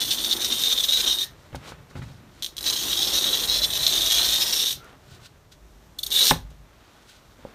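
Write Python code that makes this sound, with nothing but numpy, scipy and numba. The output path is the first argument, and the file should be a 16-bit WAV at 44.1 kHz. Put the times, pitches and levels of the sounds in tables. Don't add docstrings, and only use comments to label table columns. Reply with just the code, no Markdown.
import sys
import numpy as np
from scipy import signal
from scipy.fft import rfft, irfft
from scipy.io import wavfile
from scipy.ndimage import uniform_filter1d, map_coordinates
from numba import njit

SR = 44100
rng = np.random.default_rng(int(sys.argv[2]) if len(sys.argv) > 2 else 0)


def amp(db):
    return 10 ** (np.asarray(db, float) / 20)


def write(x):
    x = np.atleast_2d(x).T
    wavfile.write(sys.argv[1], SR, np.round(np.clip(x, -1, 1) * 32767).astype(np.int16))


N = 332514
TIME = np.arange(N) / SR

# [t/s, hiss level/dB]
STROKES = [
    [(0, -24.5), (.33, -26.5), (.42, -25), (.62, -24), (.95, -25), (1.238, -27.5), (1.252, -47)],
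    [(2.64, -27.5), (2.67, -24.5), (2.79, -25), (3.06, -23.5), (3.42, -26), (3.88, -22), (4.3, -20.5),
     (4.5, -20), (4.73, -26)],
    [(6.11, -24), (6.156, -21), (6.248, -16.5), (6.26, -16), (6.31, -18.5)],
]
# [start t/s, treble share level/dB, fringe climb/(share per s)]
PACE = [
    (0, -12, 0.13),
    (2.3, -12, 0.21),
    (5.9, -8, 0.63),
]
# [t/s, peak level/dB, tearing duration/ms]
BITES = [(2.4229, -17.5, .02), (2.4309, -18, .02), (2.4441, -16.5, 0.032), (2.4615, -19, 0.035),
         (2.5666, -21.5, 0.046), (2.58, -19.5, 0.03), (2.5866, -22, .02), (2.607, -16.5, 1.3),
         (2.6269, -16, 1.3), (5.985, -19.5, 5.4), (6.029, -15, 6.5), (6.062, -15.5, 4.4), (6.102, -20, 4)]
# [t/s, peak level/dB]
SNAPS = [(0.1121, -20), (0.4414, -21), (0.6574, -11), (0.8375, -11), (0.8904, -13), (0.9572, -8),
         (2.6668, -16), (3.1487, -13), (3.4739, -11), (3.4969, -13), (3.6181, -9.5), (3.7014, -27),
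         (3.775, -9), (3.8645, -2.5), (4.2292, -10), (4.2482, -9), (4.6657, -12.5), (6.1657, -15),
         (6.2131, -7.5), (6.2406, -9), (6.3054, 0)]
# [t/s, level/dB, duration/ms]
HALTS = [(0.067, -11, 15), (0.167, -16, 18), (0.182, -3, 6.3), (0.357, -27, 10.5), (0.385, -23, 17),
         (0.493, -7, 11), (0.575, -5, 24), (0.751, -12, 31), (0.822, -14, 26), (0.869, -15, 28),
         (1.023, -8, 11), (1.035, -1, 9), (1.055, -15, 4.7), (1.168, -12.5, 23), (2.72, -27, 10),
         (2.751, -8, 20), (2.849, -4, 9), (3.244, 7, 6), (3.362, 0, 5), (3.468, -19, 23), (3.61, -13, 20),
         (3.672, -18, 9.4), (3.689, -12, 25), (3.72, -12, 20), (3.802, -5, 45), (4.089, -6, 13.4),
         (4.491, -6.5, 25), (4.651, -8, 13), (.346, -14, 12),
         (0.045, -20, 7), (0.097, -13, 14), (0.144, -10.0, 5), (0.257, -14, 6.3), (0.278, -4, 16),
         (0.436, -14, 5.5), (0.474, -4, 5.6), (0.591, -3, 7.0), (0.632, -30, 4), (0.678, 2, 20),
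         (0.77, 1, 8.0), (0.793, -29, 4.8), (0.952, -2, 13), (1.114, 1, 6.4), (2.82, -3, 7.7),
         (2.947, -8, 8.9), (2.963, -10, 5.9), (2.999, -8.0, 8.0), (3.063, -6.0, 11), (3.115, -3.5, 15),
         (3.2, -11, 6.9), (3.581, -8, 4.4), (3.783, -7.0, 9.9), (3.861, -10.5, 5.4), (3.92, -8.5, 6.4),
         (4.029, -6, 7.0), (4.136, -11, 6.7), (4.194, 0, 17), (4.376, -7.0, 13), (4.392, -6, 7.8),
         (4.453, -10, 19), (4.475, -4, 7.0), (4.518, -9, 11), (4.546, 0, 8.9), (6.224, -6, 6.1)]
# [t/s, level/dB, duration/ms]
SURGES = [(0.023, 4.2, 11.0), (0.084, 2.7, 17.0), (0.116, 5.6, 32), (0.189, 1.9, 7.3), (0.249, 7, 12),
          (0.313, 6, 12), (0.33, 9.2, 14), (0.368, 3.6, 17.0), (0.422, 3.2, 13), (0.446, 6.0, 16),
          (0.529, 4.8, 27), (0.624, 3.1, 14.0), (0.639, 7.4, 15), (0.661, 5.0, 7), (0.728, 6.0, 22),
          (0.786, 2.6, 24), (0.807, 4.8, 13), (0.838, 11.4, 21), (0.894, 3.4, 18), (0.936, 5, 29),
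          (0.977, 4.4, 18), (1.007, 5.1, 21), (1.082, 5, 26), (1.132, 1.7, 8.1), (1.195, 2.9, 7.6),
          (1.21, 2.3, 3.7), (2.67, 7.5, 21), (2.702, 6.0, 11.0), (2.731, 3.6, 22), (2.769, 3.6, 28),
          (2.911, 3.5, 14), (2.93, 2.5, 14), (2.954, 2.7, 11.0), (3.03, 1.5, 15), (3.151, 6.2, 28),
          (3.188, 9, 21), (3.29, 6.7, 15), (3.342, 6, 31), (3.44, 3.6, 18.0), (3.455, 4.0, 9.0),
          (3.5, 2.7, 12), (3.548, 4.0, 10), (3.563, 1.9, 11), (3.645, 10.4, 13), (3.712, 3.7, 22.0),
          (3.732, 3.1, 9.2), (3.775, 2.4, 7.1), (3.868, 4.6, 8.1), (3.894, 2.3, 5.1), (4.022, 3.0, 11),
          (4.124, 4.9, 37), (4.178, 3.4, 39), (4.233, 3, 13.0), (4.25, 3.6, 8.2), (4.34, 5, 14.0),
          (4.426, 2.5, 14), (4.537, 2.8, 21.0), (4.604, 3.4, 56), (4.669, 6.1, 23.0), (4.71, 7, 8.8)]
# [f/Hz, width/Hz, gain/1]
CHIP = [(2750, 700., -.8), (3490, 250., 1.45), (4200., 310, 0.55)]
# [f/Hz, level/dB per Hz]
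PANE = [(1060, -28.5), (1800, -18), (2120, -19.5), (2630, -15), (3810, 4), (4820, -12), (5320, -10),
        (5990, -8.5), (7850, -20), (8830, -15), (10600, -21.5), (11600, -18), (12600, -17.5), (14800, -19),
        (15600, -25)]
# [delay/ms, level/dB, shortening/(1 per s of rolling)]
EDGES = [(1.5, -18, 0.201), (2.5, -10.5, .3), (3.6, -9, 0.124), (4.7, -12.5, .25), (6.3, -14, 0.1037)]
# [start t/s, duration/s, start f/Hz, level/dB]
FRINGES = [(-.1, 0.98, 3452, 0.5), (.4, 0.72, 3545, 2.5), (-.1, 0.34, 2940, -13), (.45, 0.18, 3220, -2.5),
           (1.013, 0.27, 3645, 2.5), (2.355, 0.14, 3900, -1.5), (2.516, 0.26, 3820, -7),
           (2.586, 0.32, 3150, -1.5), (2.826, 0.27, 3760, -5), (2.842, 0.33, 3180, 0.5),
           (3.077, 0.3, 3720, -2.5), (3.183, 0.33, 3210, 1.5), (3.405, 0.27, 3820, -0.5),
           (3.67, 0.31, 3680, -2.5), (3.81, 0.35, 3390, -1), (3.923, 0.23, 3940, -2),
           (4.066, 0.18, 3290, -8), (4.125, 0.21, 4040, -0.5), (4.243, 0.27, 3530, -4),
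           (4.286, 0.18, 4000, -3), (4.506, 0.23, 3720, -5), (4.542, 0.23, 3420, -1.5),
           (5.931, 0.18, 3360, -3), (5.93, 0.16, 3910, -2.5), (5.93, .19, 4220, -3), (6.093, .19, 3570, 1),
           (6.233, 0.082, 5240, -7.5), (6.23, 0.2, 3440, -4.5), (-.1, .5, 4200, -10.5),
           (.35, 0.23, 4270, -26), (.72, 0.2, 3360, -2.5), (1.032, .15, 5670, 2), (1.0, 0.21, 3030, -5),
           (1.027, 0.098, 4230, -2), (2.95, 0.2, 5050, -7.5), (3.098, 0.12, 5700, -1),
           (3.46, 0.3, 3340, -8), (3.424, 0.3, 5320, -0.5), (3.605, 0.046, 5550, -1),
           (3.665, 0.075, 3500, -1), (3.783, 0.15, 4070, -2.5), (3.863, 0.24, 3250, -19),
           (4, 0.1, 3400, -17), (4.18, 0.048, 4800, -6), (4.34, 0.35, 5200, -5.5),
           (4.405, 0.63, 5920, -2.5), (2.37, 0.34, 3140, -6), (6.116, 0.089, 5900, -10),
           (6.198, 0.089, 4460, -7)]
# [f/Hz, level/dB]
STANDING = [(4750, -9.5), (5300, 3.5), (5800, -1), (6460, 4.5), (6890, -1), (7970, 1), (8480, 5.5),
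            (9140, 4.5), (11800, 5.5), (12400, 9), (13060, 7.5), (14300, 2)]
# [t/s, rub level/dB, hum f/Hz]
LEAN = [(0, -43, 299), (.51, -40.5, 357), (.93, -44, 592), (1.08, -38.5, 313), (1.26, -52.5, 353),
        (1.5, -57, 624), (2.16, -58.5, 283.6), (2.56, -54.5, 386), (2.68, -40.5, 327.5), (3.3, -39, 337),
        (3.6, -41, 602), (4.19, -37.5, 699), (4.67, -45.5, 447), (4.78, -56, 391), (5.5, -65.5, 430),
        (6.0, -59, 326.5), (6.25, -36, 468), (6.33, -42, 330)]
# [start t/s, duration/s, start f/Hz, level/dB]
HUMS = [(0, .75, 231, -3.5), (.2, 0.32, 1040, 1), (0.842, .35, 1540, 2.5), (2.95, .5, 543, 7),
        (2.956, 0.24, 765, 2.5), (3.001, .45, 1296, 3.5), (3.503, 0.41, 1820, 3), (3.803, .4, 341, 5.5),
        (3.8, .3, 2370, 1.5), (4.1, .35, 1510, 7), (4.15, .55, 1860, 3), (4.307, 0.29, 920, 6),
        (6.1, .2, 2150, 3.5), (2.0, 0.47, 230, 12.5), (4.76, .22, 1360, 11), (6.05, .25, 523, 6),
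        (1.2, 0.12, 1820, 13)]
# [f/Hz, level/dB per Hz]
RUB = [(100, -38.5), (200, -2.5), (350, -2), (600, -5), (1200, -4.5), (2000, -9), (3500, -14.5),
       (8000, -40.5)]
# [peak t/s, level/dB, rise/(s per 20 dB), fall/(s per 20 dB)]
SWAYS = [(.15, -50, .5, 1.8), (1.07, -49, 0.27, 0.15), (2.75, -52, .4, 1), (3.25, -45, 1, .2),
         (3.54, -39.5, 0.34, 0.21), (3.82, -49, 0.33, 0.16), (4.19, -40.5, 0.62, 0.44),
         (5.7, -52.5, 0.33, 0.41), (6.04, -52, 0.12, 0.45), (6.335, -37, .03, 0.33), (7.5, -56, 0.28, .4)]
# [peak t/s, level/dB, rise/(s per 20 dB), fall/(s per 20 dB)]
SHUFFLES = [(0, -44.5, .1, .3), (.45, -54, 0.91, 0.85), (1.28, -51.5, 0.18, 0.29),
            (1.56, -35.5, 0.037, 0.068), (1.8, -49.5, 0.61, 0.15), (1.98, -35, 0.05, 0.29),
            (2.86, -50, 0.46, 2.2), (3.8, -45, 0.61, 0.26), (4.15, -51, .8, 1.7), (4.76, -47.5, .14, 0.066),
            (5.12, -50.5, 0.099, 0.26), (5.51, -59, 0.21, .2), (6.0, -58, 0.27, 0.38),
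            (6.33, -30, 0.026, .1), (6.46, -51, .1, 0.37), (7.45, -64, .3, .5)]
# [peak t/s, level/dB, rise/(s per 20 dB), fall/(s per 20 dB)]
SCUFFS = [(1.56, -54, .07, 0.1), (1.7, -44.5, 0.22, 0.14), (1.98, -52.5, 0.076, 0.46),
          (4.9, -51, 0.21, 0.13), (5.13, -57.5, .3, 0.54), (6.9, -61, 1, 1.5), (7.45, -55, 0.11, 2.6)]
# [peak t/s, level/dB, rise/(s per 20 dB), fall/(s per 20 dB)]
BRUSHES = [(1.4, -60, 0.13, 0.36), (1.56, -41, 0.022, 0.011), (1.692, -43, 0.089, 0.043),
           (1.904, -53, 0.016, 0.044), (1.978, -47, .035, .04), (2.026, -50.5, .025, 0.064),
           (2.084, -54.5, .05, 0.21), (2.4, -55.5, 0.16, 0.11), (4.85, -55, .02, .13),
           (5.15, -51, 0.17, 0.046), (5.264, -44, 0.069, .012), (5.524, -46.5, 0.013, 0.028),
           (5.722, -67.5, .1, 0.01), (6.506, -59, .01, 0.062), (6.9, -61, 0.45, 1.5),
           (7.098, -50, 0.056, 0.068), (7.168, -52, 0.077, 0.023), (7.33, -72, .5, 0.11),
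           (7.46, -63, 0.2, .4)]
# [f/Hz, level/dB per Hz]
CLOTH = [(880, -61), (1500, 7), (1720, -18.5), (1790, -4), (1970, -6.5), (3960, 1), (4860, -3.5),
         (6590, -6), (15600, -21)]
# [t/s, peak level/dB]
TICKS = [(1.554, -24), (4.8453, -32), (5.15, -44), (5.264, -44), (5.5209, -48), (6.5051, -37.5)]
# [t/s, peak level/dB, striker f/Hz, ring factor/1, clatter level/dB]
KNOCKS = [(1.529, -31, 143, 0.33, -10), (1.547, -20, 760, 0.6, -17), (1.554, -37.5, 107, 0.5, -0.5),
          (1.72, -30, 1340, 0.49, -10), (1.911, -38.5, 1350, 0.4, -7), (1.954, -30, 262, 1.8, -11.5),
          (1.993, -35, 113, 0.52, -23), (2.019, -36.5, 242, 1.04, -3), (6.31, -4.5, 835, 0.34, -2.5),
          (6.318, -12, 154.5, 1.03, -25), (6.359, -29.5, 94.6, .68, -26), (7.39, -40, 246, .8, -20),
          (7.451, -22, 540, 0.22, -36), (4.929, -40, 670, 1.1, -21), (4.772, -39, 144, 0.51, -28),
          (5.109, -46, 136, 0.45, -24), (5.22, -41, 133, .7, -24.5), (6.515, -40, 150, 0.47, -24),
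          (2.101, -40, 247, 1.2, -21)]
# [f/Hz, level/dB, t60/s]
BOARD = [(52, -9, 0.3), (116, -34, 0.049), (156, -6, 0.43), (261.4, -1, 0.24), (368, 4, 0.085),
         (540, 9, 0.054), (826, -5, 0.11), (1306, -9, 0.055), (1600, -47, .04), (1900, -34, .04),
         (2400, -30, .03)]
# [f/Hz, level/dB per Hz]
SHOP = [(15, -25.5), (25, -1), (70, 3), (539, -12.5), (600, -6.5), (668, -11.5), (3020, -25), (3740, -21),
        (5030, -25), (5610, -21.5), (10400, -31), (14400, -27.5), (15600, -48.5)]

HEARD_LATE_S = 0.0026


def level(x):
    return x / np.sqrt(np.mean(x ** 2))


def colour(x, points):
    hz, db = np.transpose(points)
    grid = np.linspace(1, SR / 2, 2049)
    log_gain = np.interp(np.log(grid), np.log(hz), db) * np.log(10) / 20
    cepstrum = irfft(log_gain)
    cepstrum[1:2048] *= 2
    cepstrum[2049:] = 0
    response = irfft(np.exp(rfft(cepstrum)))
    return signal.fftconvolve(x, response)[:N]


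def band(x, lo_hz, hi_hz):
    return signal.sosfilt(signal.butter(3, [lo_hz, hi_hz], "band", fs=SR, output="sos"), x)


@njit
def svf(x, hz, width):
    y, b, l = np.empty(len(x)), 0., 0.
    for i in range(len(x)):
        g, k = np.tan(np.pi * hz[i] / SR), width / hz[i]
        v = (b + g * (x[i] - l)) / (1 + g * (g + k))
        b, l, y[i] = 2 * v - b, l + 2 * g * v, k * v
    return y


def walk(rate):
    k = int(SR / rate)
    steps = np.repeat(rng.standard_normal(N // k + 1), k)
    return level(uniform_filter1d(uniform_filter1d(steps, k), k)[:N])


def gain_curve(tables, column):
    rows = [np.transpose(table) for table in tables]
    return sum(amp(np.interp(TIME, r[0], r[column], -200, -200)) for r in rows)


def swells(events):
    power = 0
    for s, db, rise, fall in events:
        away = np.maximum((s - TIME) / rise, (TIME - s) / fall)
        power = power + amp(2 * db - 40 * away)
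    return np.sqrt(power)


def blows(events):
    x = np.zeros(N)
    for s, db, *_ in events:
        x[int(s * SR)] += amp(db)
    return x


def grit(rate, spread_db):
    draw = rng.random((3, N))
    happens = draw[0] < rate / SR
    size = amp(-spread_db * np.log(draw[2] + 1e-9))
    return level(happens * np.sign(draw[1] - .5) * size)


def fringes(source, table, width_hz, pace):
    out = np.zeros(N)
    for k, (s, length, hz, db) in enumerate(table):
        climb = pace * [row[2] for row in PACE if row[0] <= max(s, 0)][-1]
        span = slice(max(int(s * SR), 0), int((s + length) * SR))
        age = TIME[span] - s
        fade = np.sqrt(np.abs(np.sin(np.pi * age / length)))
        width = width_hz * max(1., (hz / 3600) ** 2)
        out[span] += (-1) ** k * amp(db) * fade * svf(source[span], hz * (1 + climb * age), width)
    return out


def shop():
    air = level(band(colour(rng.standard_normal(N), SHOP), 22, 16000))
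    return amp(-59.5 + 3.5) * air * amp(0.92 * walk(4.9))


def room(x):
    t60_s = 0.19
    t = TIME[:SR // 2]
    noise = rng.standard_normal(len(t))
    low = uniform_filter1d(noise, size=5)
    high = noise - low
    tail = low * amp(-60 * t / t60_s) + high * amp(-60 * t / (.8 * t60_s))
    tail *= 1 - np.exp(-t / 0.004)
    return signal.fftconvolve(x, tail / np.linalg.norm(tail))[:N]


def bench():
    sway = level(band(rng.standard_normal(N), 43.6, 58.7))
    rumble = level(band(rng.standard_normal(N), 69.6, 160))
    sway_gain = swells(SWAYS) + amp(-76.5)
    rumble_gain = swells(SHUFFLES) + amp(-76.5)
    rub = colour(grit(rate=2300, spread_db=1.5) + 0.21 * rng.standard_normal(N), RUB)
    s, _, hum_hz = np.transpose(LEAN)
    hum = svf(rub, np.interp(TIME, s, hum_hz), 52.0)
    faint_hums = fringes(rub, HUMS, 70, .4)
    leaning = level(rub + amp(4) * hum + amp(4) * faint_hums)
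    uneven = amp(1.2 * walk(40))
    scuff_gain = swells(SCUFFS) + (TIME > s[-1]) * amp(-66)
    scuffing = scuff_gain * level(np.roll(rub, SR))
    rubbing = gain_curve([LEAN], 1) * leaning + scuffing
    return sway_gain * sway + rumble_gain * rumble + rubbing * uneven


def rustle():
    cloth = level(colour(grit(rate=6000, spread_db=1.2), CLOTH) * amp(1.2 * walk(90)))
    ticks = band(blows(TICKS), 2500, 14000)
    return swells(BRUSHES) * cloth * amp(-1.0) + amp(3) * ticks


def knocks():
    out, t = np.zeros(N), TIME[:SR // 2]
    hz, mode_db, t60 = np.transpose(BOARD)
    spots = rng.standard_normal((len(KNOCKS), 2, len(BOARD)))
    clatter = level(band(rng.standard_normal(len(t)), 360, 2060))
    push = np.hanning(int(0.5 / 1000 * SR) + 3)
    for (s, db, own_hz, ring, clatter_db), (weight, detune) in zip(KNOCKS, spots):
        i = int(s * SR)
        decay = amp(-60 * t[:, None] / (t60 * ring))
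        modes = np.sin(2 * np.pi * hz * (1 + 0.016 * detune) * t[:, None]) * decay
        striker = amp(8.5) * np.sin(2 * np.pi * own_hz * t) * amp(-60 * t * own_hz / 24)
        sound = signal.fftconvolve(modes @ amp(mode_db + 2.7 * weight) + striker, push)
        sound /= np.max(np.abs(sound))
        sound[:len(t)] += amp(clatter_db) * np.roll(clatter, i) * amp(-60 * t / (0.085 * ring))
        out[i:i + len(sound)] += amp(db) * sound[:N - i]
    return out


def jerks(events):
    out = np.zeros(N)
    for s, db, ms in events:
        span = slice(max(int((s - .08) * SR), 0), int((s + .08) * SR))
        out[span] += db * np.exp(-((TIME[span] + HEARD_LATE_S - s) / (.5 * ms / 1000)) ** 2)
    return out


def tears():
    out, pattern = np.zeros(N), rng.standard_normal(SR // 50)
    pattern += sum(gain * svf(pattern, np.full(len(pattern), hz), width) for hz, width, gain in CHIP)
    for s, db, ms in BITES:
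        i = int(s * SR)
        run = pattern * np.exp(-(TIME[:len(pattern)] * 1000 / ms) ** 4)
        out[i:i + len(run)] += amp(db) * run / np.linalg.norm(run)
    return out


def edge_echoes(x, rolling, shake=0.027):
    rolled = np.cumsum(rolling) / SR - 1.8
    out = x.copy()
    for k, (ms, db, shrink) in enumerate(EDGES):
        lag = ms / 1000 * SR * np.exp(-shrink * rolled) * (1 + shake * walk(6))
        out += (-1) ** k * amp(db) * map_coordinates(x, [np.arange(N) - lag], order=3)
    return out


def radiate(force):
    half = [(hz, db / 2) for hz, db in PANE]
    swell = colour(colour(force, half)[::-1], half)[::-1]
    return np.roll(swell, SR // 800)


def scatter(force, rise_s, t60_s):
    t = TIME[:SR // 3]
    memory = amp(-120 * t / t60_s) * (1 - np.exp(-t / rise_s))
    power = signal.fftconvolve(force ** 2, memory / memory.sum())[:N]
    return np.sqrt(np.abs(power)) * rng.standard_normal(N)


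def standing(x):
    width_hz, wander_db, drift = 70., 7, .02
    out = x
    for hz, db in STANDING:
        flare = amp(db - 4.0 + wander_db * np.tanh(walk(20)))
        out = out + flare * svf(x, hz * (1 + drift * walk(3.4)), width_hz)
    return out


def crack_force(hiss):
    stutter_db, bite_db, snap_db = 0.5, 11.5, 7.0
    spurts = amp(stutter_db * np.tanh(1.8 * walk(150) + .6))
    cracks = grit(rate=1700, spread_db=2.0)
    relief = uniform_filter1d(band(cracks, 3000, 4500) ** 2 + 1e-9, size=500) ** .45
    cracks = spurts * cracks / relief
    unit = np.max(np.abs(radiate(blows([(1, 0.011)]))))
    steady = np.std(band(radiate(cracks), 2800, 4800))
    single = amp(bite_db) * tears() + amp(snap_db) * band(blows(SNAPS), 2780, 7000)
    return cracks * hiss / steady + single / unit


def cutter():
    sing_db, sing_width_hz, hollow, treble_softness = 10, 240, 0.99, 0.32
    pressure = gain_curve(STROKES, 1)
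    touching = pressure > 1e-6
    stuck_db = jerks(HALTS + SURGES) - 1.5
    hiss = pressure * amp(.55 * stuck_db)
    force = crack_force(hiss)
    pane = radiate(edge_echoes(force, touching))

    between = pane - hollow * svf(pane, np.full(N, 3700.), 780.0)
    fringe_source = pane - 0.4 * svf(pane, np.full(N, 3780.), 830.0)
    singing = amp(sing_db) * fringes(fringe_source, FRINGES, sing_width_hz, 1)
    below = signal.butter(4, 7300, fs=SR, output="sos")
    body = signal.sosfilt(below, between + singing)
    damped_db = .4 * np.roll(stuck_db, int(HEARD_LATE_S * SR))
    damped_db = damped_db + 2.5 * np.tanh(2 * walk(130) + .8) * touching
    body = body * amp(damped_db)

    short_waves = colour(scatter(force, rise_s=0.0027, t60_s=0.086), PANE)
    treble = band(0.72 * pane + 1.63 * short_waves, 7500, 19000)
    treble -= .6 * svf(treble, np.full(N, 10500.), 700.)
    soft = uniform_filter1d(np.where(touching, hiss, amp(-25)), size=600) / amp(-25)
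    starts, shares_db, _ = np.transpose(PACE)
    treble_db = shares_db[np.searchsorted(starts, TIME, side="right") - 1]
    treble = amp(treble_db + 10.5) * soft ** -treble_softness * treble

    glow = colour(scatter(force, rise_s=0.045, t60_s=0.19), PANE)
    glow -= 0.39 * svf(glow, np.full(N, 3750.), 900.)
    return amp(-4.0) * standing(body + treble + amp(-6.5) * glow)


def scene():
    near = knocks() + rustle()
    background = shop() + bench()
    mono = background + near + amp(-11.5) * room(near) + cutter()
    return np.array([mono, mono])


def roll_off(x):
    return signal.sosfilt(signal.butter(12, 16320, fs=SR, output="sos"), x)


def record(dry):
    rounded = .8 * np.tanh(dry / .8)
    low_pass = signal.ellip(12, .2, 70, 15550, fs=SR, output="sos")
    mix = signal.sosfilt(low_pass, rounded)
    return roll_off(mix)


dry = scene()
out = record(dry)
write(out)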